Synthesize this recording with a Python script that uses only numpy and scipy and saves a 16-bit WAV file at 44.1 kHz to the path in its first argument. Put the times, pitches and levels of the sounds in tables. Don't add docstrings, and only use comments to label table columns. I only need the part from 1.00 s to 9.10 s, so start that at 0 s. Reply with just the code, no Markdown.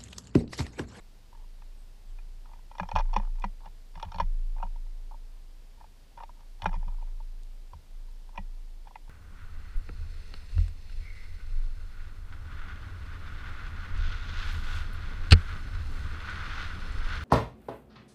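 import sys
import numpy as np
from scipy import signal
from scipy.fft import rfft, irfft
from scipy.io import wavfile
from scipy.ndimage import uniform_filter1d

SR = 44100
rng = np.random.default_rng(int(sys.argv[2]) if len(sys.argv) > 2 else 0)


def wrap_up_sound(samples):
    columns = np.atleast_2d(samples).T
    tamed = np.clip(columns, -1, 1)
    steps = np.round(tamed * 32767).astype(np.int16)
    wavfile.write(sys.argv[1], SR, steps)


N = 357033
TIME = np.arange(N) / SR

# pitch in Hz, density in dB per Hz against the other rows.
AIR_SPECTRUM = [(40, -20.5), (70, -21.5), (110, -30), (190, -35), (330, -39), (600, -41.5), (880, -42),
                (1200, -47), (2500, -48), (4800, -48), (6200, -52.5), (9000, -55), (13000, -57.5),
                (15500, -62.5)]
# start in seconds, length in seconds, first pitch in Hz, last pitch in Hz,
# level in dB before the trill, trill depth from 0 to 1.
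FAR_CHIRPS = [(.76, .09, 8500, 7340, -72, 0.8), (1.05, 0.094, 7750, 7600, -75, .15),
              (1.07, .065, 3600, 2800, -72, .1)]
# time in seconds, shudder level in dB, before the smoothing.
WEIGHT_SHIFTS = [(0, -47.5), (.36, -40.5), (.64, -41.5), (1.08, -36.5), (1.8, -40), (1.961, -23.5),
                 (2.5, -40.5), (2.93, -40), (3.22, -24.5), (5.18, -43.5), (5.47, -41.5), (5.68, -26.5),
                 (6.72, -50.5), (6.92, -36.5), (7.39, -34.5), (7.87, -50), (8.02, -40.5)]
# time in seconds, tray bounce in dB, floor board in dB,
# both before the offset of each tone.
LANDINGS = [(1.804, -35, -29.5), (1.933, -27, -34), (1.959, -35, -42), (2.164, -33.5, -30),
            (2.439, -41, -32.5), (2.657, -56.5, -52), (2.957, -44.5, -44), (3.051, -33.5, -44),
            (3.143, -36, -40.5), (3.175, -32.5, -41.5), (3.206, -30.5, -34.5), (3.627, -45, -44),
            (5.625, -33, -46), (5.659, -38.5, -28), (5.759, -34, -39.5), (5.86, -39, -45),
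            (6.733, -38, -52), (7.378, -40.5, -37.5)]
# time in seconds, level in dB.
HUSK_CRACKS = [(2.398, -63), (5.642, -61), (6.433, -64.5)]
# pitch in Hz, width in Hz (wider dies sooner),
# relative level in dB before it is multiplied by the width.
TRAY_MODES = [(322, 47, -2.5), (535, 26, -27.5), (570.5, 72, -12.5), (719, 46, -14), (813, 33, -18.5),
              (879, 66, 2), (923, 63, 7), (962, 37, -8.5), (1218, 163, -11), (1233, 180, -19.5),
              (1344, 67, -19.5), (1668, 73, -15.5), (1820, 79, -22), (1955, 28, -20), (2060, 135, -23),
              (2240, 28, -26), (2431, 60, -15), (2883, 42, -24), (2967, 115, -14.5), (3154, 120, -18),
              (3420, 140, -16), (3780, 89, -26.5), (3830, 81, -37), (4390, 155, -20.5), (4960, 136, -25),
              (5540, 154, -19.5), (5900, 80, -31.5), (6090, 160, -30), (6900, 290, -40)]
REGISTER_EDGES = [460, 750, 1120, 2900, 7000]
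# start in seconds, length in seconds,
# level in dB before the offset of the rolling seeds or of the toe taps.
FOOT_SHUFFLES = [(0.308, 0.16, -67), (1.421, 0.17, -64.5), (1.724, 0.16, -56.5), (1.949, 0.052, -35),
                 (2.022, .28, -58), (2.34, 0.13, -61), (2.597, 0.095, -59.5), (2.934, 0.31, -58),
                 (3.572, 0.11, -55), (4.107, 0.02, -53), (4.767, 0.06, -64.5), (5.167, 0.085, -50),
                 (5.363, 0.073, -68.5), (5.589, 0.19, -51), (5.78, 0.33, -65.5), (7.328, 0.05, -58.5),
                 (7.851, 0.047, -59)]
# time in seconds, wood knock in dB, hard clack in dB,
# seed scratch in dB.
FIRM_TOUCHES = [(.3276, -56, -72.5, -79), (.62, -59.5, -62, -79), (1.1866, -61, -58, -77),
                (1.456, -70, -60, -79), (1.534, -54, -61, -71), (1.7131, -48.5, -60.5, -66),
                (1.752, -56.5, -59.5, -68), (1.7829, -44, -52.5, -54.5), (1.798, -30, -35.5, -54),
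                (1.8304, -38.5, -48, -61), (1.8886, -40.5, -53, -54), (1.9149, -34, -46, -53),
                (1.954, -34.5, -45, -46.5), (1.9605, -23.5, -34, -45.5), (1.972, -43, -41, -51),
                (1.987, -33, -42.5, -48.5), (1.9972, -32, -49, -55), (2.007, -37, -46, -59.5),
                (2.1304, -37.5, -57, -61), (2.1384, -41, -50.5, -51.5), (2.154, -54, -59, -66),
                (2.1634, -23, -36, -46), (2.186, -67, -60, -61), (2.1978, -40, -55, -67),
                (2.2299, -53, -64, -78), (2.2494, -60, -60, -74), (2.4212, -58, -53, -58.5),
                (2.4406, -30.5, -40, -55), (2.6574, -47, -58, -63), (2.6727, -54, -67, -80),
                (2.955, -50.5, -56, -61), (2.9748, -48.5, -65, -65), (2.9986, -56, -50, -57.5),
                (3.0274, -34.5, -48, -45.5), (3.0499, -60, -61, -60), (3.1194, -47, -49.5, -55.5),
                (3.1439, -41, -51.5, -55.5), (3.1591, -45, -58.5, -57.5), (3.1846, -38, -51, -50.5),
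                (3.1996, -24.5, -38.5, -47), (3.209, -42, -51, -51.5), (3.564, -52, -73, -79),
                (3.6, -47.5, -61, -77), (3.6278, -33, -44.5, -64), (3.649, -49.5, -73, -76),
                (3.7586, -54.5, -67.5, -72), (3.864, -64.5, -74, -79), (4.1139, -51.5, -68, -75),
                (4.1403, -50.5, -73, -84), (4.8098, -51, -66.5, -88), (4.841, -52.5, -67, -76),
                (5.176, -51, -61.5, -68), (5.1876, -59, -58.5, -72), (5.203, -45, -56.5, -69),
                (5.2096, -54, -67, -73), (5.2345, -43.5, -54.5, -61), (5.2924, -50, -64, -76),
                (5.4066, -60, -69, -72), (5.6205, -43.5, -47.5, -45.5), (5.642, -39.5, -58, -57),
                (5.658, -24.5, -30.5, -46.5), (5.6913, -45.5, -52, -66), (5.729, -49, -50.5, -66),
                (5.7402, -41, -55, -62.5), (5.752, -55, -59.5, -64), (5.827, -51.5, -64.5, -79),
                (5.8802, -48, -59.5, -68), (5.9213, -59.5, -72, -79), (6.0225, -50.5, -69.5, -77),
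                (6.2015, -52, -74, -79), (6.7326, -47, -62, -70), (7.083, -64, -82.5, -80),
                (7.2906, -58, -73, -77.5), (7.357, -52, -60, -67.5), (7.3768, -36, -41.5, -52.5),
                (7.3851, -43.5, -54.5, -73.5), (7.8708, -53.5, -64, -70), (7.9085, -53.5, -78, -78),
                (7.956, -42.5, -50, -63.5), (8.077, -61, -75, -83)]
# knock in dB, clack in dB, scratch in dB.
SECOND_FOOT_OFFSETS = (-7, -11, -2)
# knock in dB, clack in dB, scratch in dB.
GRAZE_OFFSETS = (-2.8, -12, -19)

AIR_DB = -59.5
SHUDDER_HZ = 27.6
SHUDDER_SMOOTHING_S, SHUDDER_FALL_DB_PER_S = .085, 15.5
BODY_DB = -12
LANDING_ABOVE_DB, SECOND_FOOT_S = -33.5, .0048
DIGGING_ABOVE_DB, GRAZE_S = -60.5, .007
TAPS_PER_S, TAP_DB, TAP_MAX_DB, TAP_SPREAD_DB = 28, 0.5, -55, 2
TAP_CLACK_DB, TAP_SCRATCH_DB = -8.5, -17.5
CUTOFF_HZ = 15250


def from_db(db):
    return 10 ** (np.asarray(db) / 20)


def rms_one(x):
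    return x / np.sqrt(np.mean(x ** 2) + 1e-20)


def add(track, s, sound):
    at = max(round(s * SR), 0)
    track[at:at + len(sound)] += sound[:max(N - at, 0)]


def at_level(sound, db):
    energy = np.sum(sound ** 2)
    return from_db(db) * sound / np.sqrt(energy / (SR / 100) + 1e-20)


def bandpass(order, low_hz, high_hz):
    return signal.butter(order, [low_hz, high_hz], "band", fs=SR, output="sos")


def drift(rate_hz):
    r = np.exp(-2 * np.pi * rate_hz / SR)
    noise = rng.standard_normal(N + SR)
    smooth = signal.lfilter([1], [1, -2 * r, r * r], noise)
    return rms_one(smooth[SR:])


def random_slips(count, grains_per_s):
    return (rng.random(count) < grains_per_s / SR) * rng.standard_normal(count)


def scuff(t, length_s, grains_per_s, grain_size):
    slips = random_slips(len(t), grains_per_s)
    swell = t / length_s * np.exp(1 - t / length_s)
    force = grain_size * slips * swell
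    firm_at = min(int(.6 * length_s * SR), len(t) - 1)
    force[firm_at] += 1
    return force


def tray_modes(t, spread_db=3.5, detune=0.0085):
    hz, width, db = np.transpose(TRAY_MODES)
    strength = width * from_db(db + spread_db * rng.standard_normal(len(hz)))
    side = np.where(hz < REGISTER_EDGES[2], 1, (-1) ** np.arange(len(hz)))
    pitch = hz * (1 + detune * rng.standard_normal(len(hz)))
    decay = np.exp(-np.pi * width[:, None] * t)
    return (side * strength)[:, None] * decay * np.sin(2 * np.pi * pitch[:, None] * t)


def air():
    points_hz, points_db = np.transpose(AIR_SPECTRUM)
    hz = np.maximum(np.fft.rfftfreq(N, 1 / SR), 1)
    gain = from_db(np.interp(np.log(hz), np.log(points_hz), points_db))
    gain = gain * (hz > 25)
    noise = irfft(rfft(rng.standard_normal(N)) * gain, N)
    return from_db(AIR_DB) * rms_one(noise)


def chirps(trill_hz=70, swing_hz=650):
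    out = np.zeros(N)
    for s, length, start_hz, end_hz, db, depth in FAR_CHIRPS:
        t = np.arange(int(length * SR)) / SR
        trill = depth * np.sin(2 * np.pi * trill_hz * t)
        hz = start_hz + (end_hz - start_hz) * t / length + swing_hz * trill
        whistle = np.sin(2 * np.pi * np.cumsum(hz) / SR)
        swell = np.sin(np.pi * t / length)
        add(out, s, from_db(db) * swell * (1 + trill) * whistle)
    return out


def shudder(wander_hz=0.281, overtone_db=-42):
    s, db = np.transpose(WEIGHT_SHIFTS)
    last = np.maximum(np.searchsorted(s, TIME, side="right") - 1, 0)
    level = from_db(db[last] - SHUDDER_FALL_DB_PER_S * (TIME - s[last]))
    level = uniform_filter1d(level, max(int(SHUDDER_SMOOTHING_S * SR), 1))
    hz = SHUDDER_HZ + wander_hz * drift(0.793)
    phase = 2 * np.pi * np.cumsum(hz) / SR
    tone = np.sin(phase) + from_db(overtone_db) * np.sin(3 * phase)
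    return np.sqrt(2) * level * tone


def thud(hz, t60, rise_s):
    t = np.arange(SR // 2) / SR
    rise = 1 - np.exp(-(t / rise_s) ** 2)
    shape = rise * from_db(-60 * t / t60)
    return shape / shape.max() * np.sin(2 * np.pi * hz * t)


def hops(bounce_db=-1.0, board_db=-3.5, sag_db=-4, frame_db=-16, overtone_db=-26, detune=0.068):
    out = np.zeros(N)
    for s, bounce, board in LANDINGS:
        load = 1 + detune * rng.standard_normal()
        add(out, s, from_db(bounce + sag_db) * thud(hz=47 * load, t60=0.13, rise_s=0.014))
        add(out, s, from_db(bounce + bounce_db) * thud(hz=80 * load, t60=0.2, rise_s=0.0067))
        add(out, s, from_db(bounce + frame_db) * thud(hz=133 * load, t60=0.32, rise_s=0.00325))
        add(out, s, from_db(board + board_db) * thud(hz=181 * load, t60=0.077, rise_s=0.023))
        add(out, s, from_db(board + overtone_db) * thud(hz=335 * load, t60=0.065, rise_s=0.00316))
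    return out


def husks(low_hz=3500, high_hz=9000, length_s=0.00082):
    out, t = np.zeros(N), np.arange(SR // 50) / SR
    bright = bandpass(2, low_hz, high_hz)
    for s, db in HUSK_CRACKS:
        crack = scuff(t, length_s, grains_per_s=7600, grain_size=0.69)
        add(out, s, at_level(signal.sosfilt(bright, crack), db))
    return out


def shuffles(grains_per_s=1500, clump_db=5.0, low_hz=740, dull_hz=1350, level_db=-5.0):
    out, clumps = np.zeros(N), from_db(clump_db * drift(59.0))
    dull = bandpass(2, low_hz, dull_hz)
    for s, length, db in FOOT_SHUFFLES:
        t = np.arange(int(length * SR)) / SR
        grains = random_slips(len(t), grains_per_s)
        swell = np.abs(np.sin(np.pi * t / length)) ** .5
        force = grains * np.interp(s + t, TIME, clumps) * swell
        ring = tray_modes(TIME[:SR // 20]).sum(axis=0)
        sound = signal.fftconvolve(force, ring)
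        add(out, s, from_db(db + level_db) * rms_one(signal.sosfilt(dull, sound)))
    return out


def toe_taps():
    rows = []
    for start, length, db in FOOT_SHUFFLES:
        count = int(length * TAPS_PER_S)
        times = start + length * (np.arange(count) + rng.random(count)) / max(count, 1)
        levels = min(db + TAP_DB, TAP_MAX_DB) + np.array([0, TAP_CLACK_DB, TAP_SCRATCH_DB])
        for s in times:
            rows.append((s, *(levels + TAP_SPREAD_DB * rng.standard_normal(size=3))))
    return rows


def touches():
    rows = list(FIRM_TOUCHES)
    for s, knock, clack, scratch in FIRM_TOUCHES:
        if knock > LANDING_ABOVE_DB:
            second = np.array([knock, clack, scratch]) + np.array(SECOND_FOOT_OFFSETS)
            rows.append((s + SECOND_FOOT_S, *second))
        if scratch > DIGGING_ABOVE_DB:
            for k in (1, 2):
                later_s = k * GRAZE_S * rng.uniform(.8, 1.2)
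                rows.append((s + later_s, *(scratch + np.array(GRAZE_OFFSETS))))
    return rows + toe_taps()


def contacts(firm_s=.0012, soft_s=.0022, rattle_db=-40, rattle_s=0.011, lead_s=.0016,
             gritty=0.87, smooth=0.34, sizzle_db=-24):
    out, t = np.zeros(N), np.arange(SR // 14) / SR
    bands = [bandpass(3, low, high) for low, high in zip(REGISTER_EDGES, REGISTER_EDGES[1:])]
    top = bandpass(2, 7500, 12500)
    register = np.digitize(np.array(TRAY_MODES)[:, 0], REGISTER_EDGES[1:-1])
    for s, knock_db, clack_db, scratch_db in touches():
        length = np.interp(clack_db, [-70, -46], [soft_s, firm_s])
        settling = from_db(rattle_db) * scuff(t, rattle_s, grains_per_s=2200, grain_size=0.36)
        push = scuff(t, length, grains_per_s=4000, grain_size=smooth) + settling
        scrape = scuff(t, length, grains_per_s=5600, grain_size=gritty) + settling
        forces = (push, push, push + scrape, scrape)
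        levels = (knock_db + BODY_DB, knock_db, clack_db, scratch_db)
        modes = tray_modes(t)
        for k, (force, db) in enumerate(zip(forces, levels)):
            ring = modes[register == k].sum(axis=0)
            sound = signal.fftconvolve(force, ring)[:len(t)]
            add(out, s - lead_s, at_level(signal.sosfilt(bands[k], sound), db))
        rubbing = scuff(t, length_s=0.0013, grains_per_s=4500, grain_size=1.63)
        add(out, s, at_level(signal.sosfilt(top, rubbing), scratch_db + sizzle_db))
    return out


def scene():
    background = air() + chirps()
    tray = shudder() + hops()
    bird = husks() + shuffles() + contacts()
    return (background + tray + bird)[None]


def record(dry):
    steep = signal.ellip(10, .1, 90, CUTOFF_HZ, fs=SR, output="sos")
    return signal.sosfilt(steep, dry)


dry = scene()
out = record(dry)
wrap_up_sound(out)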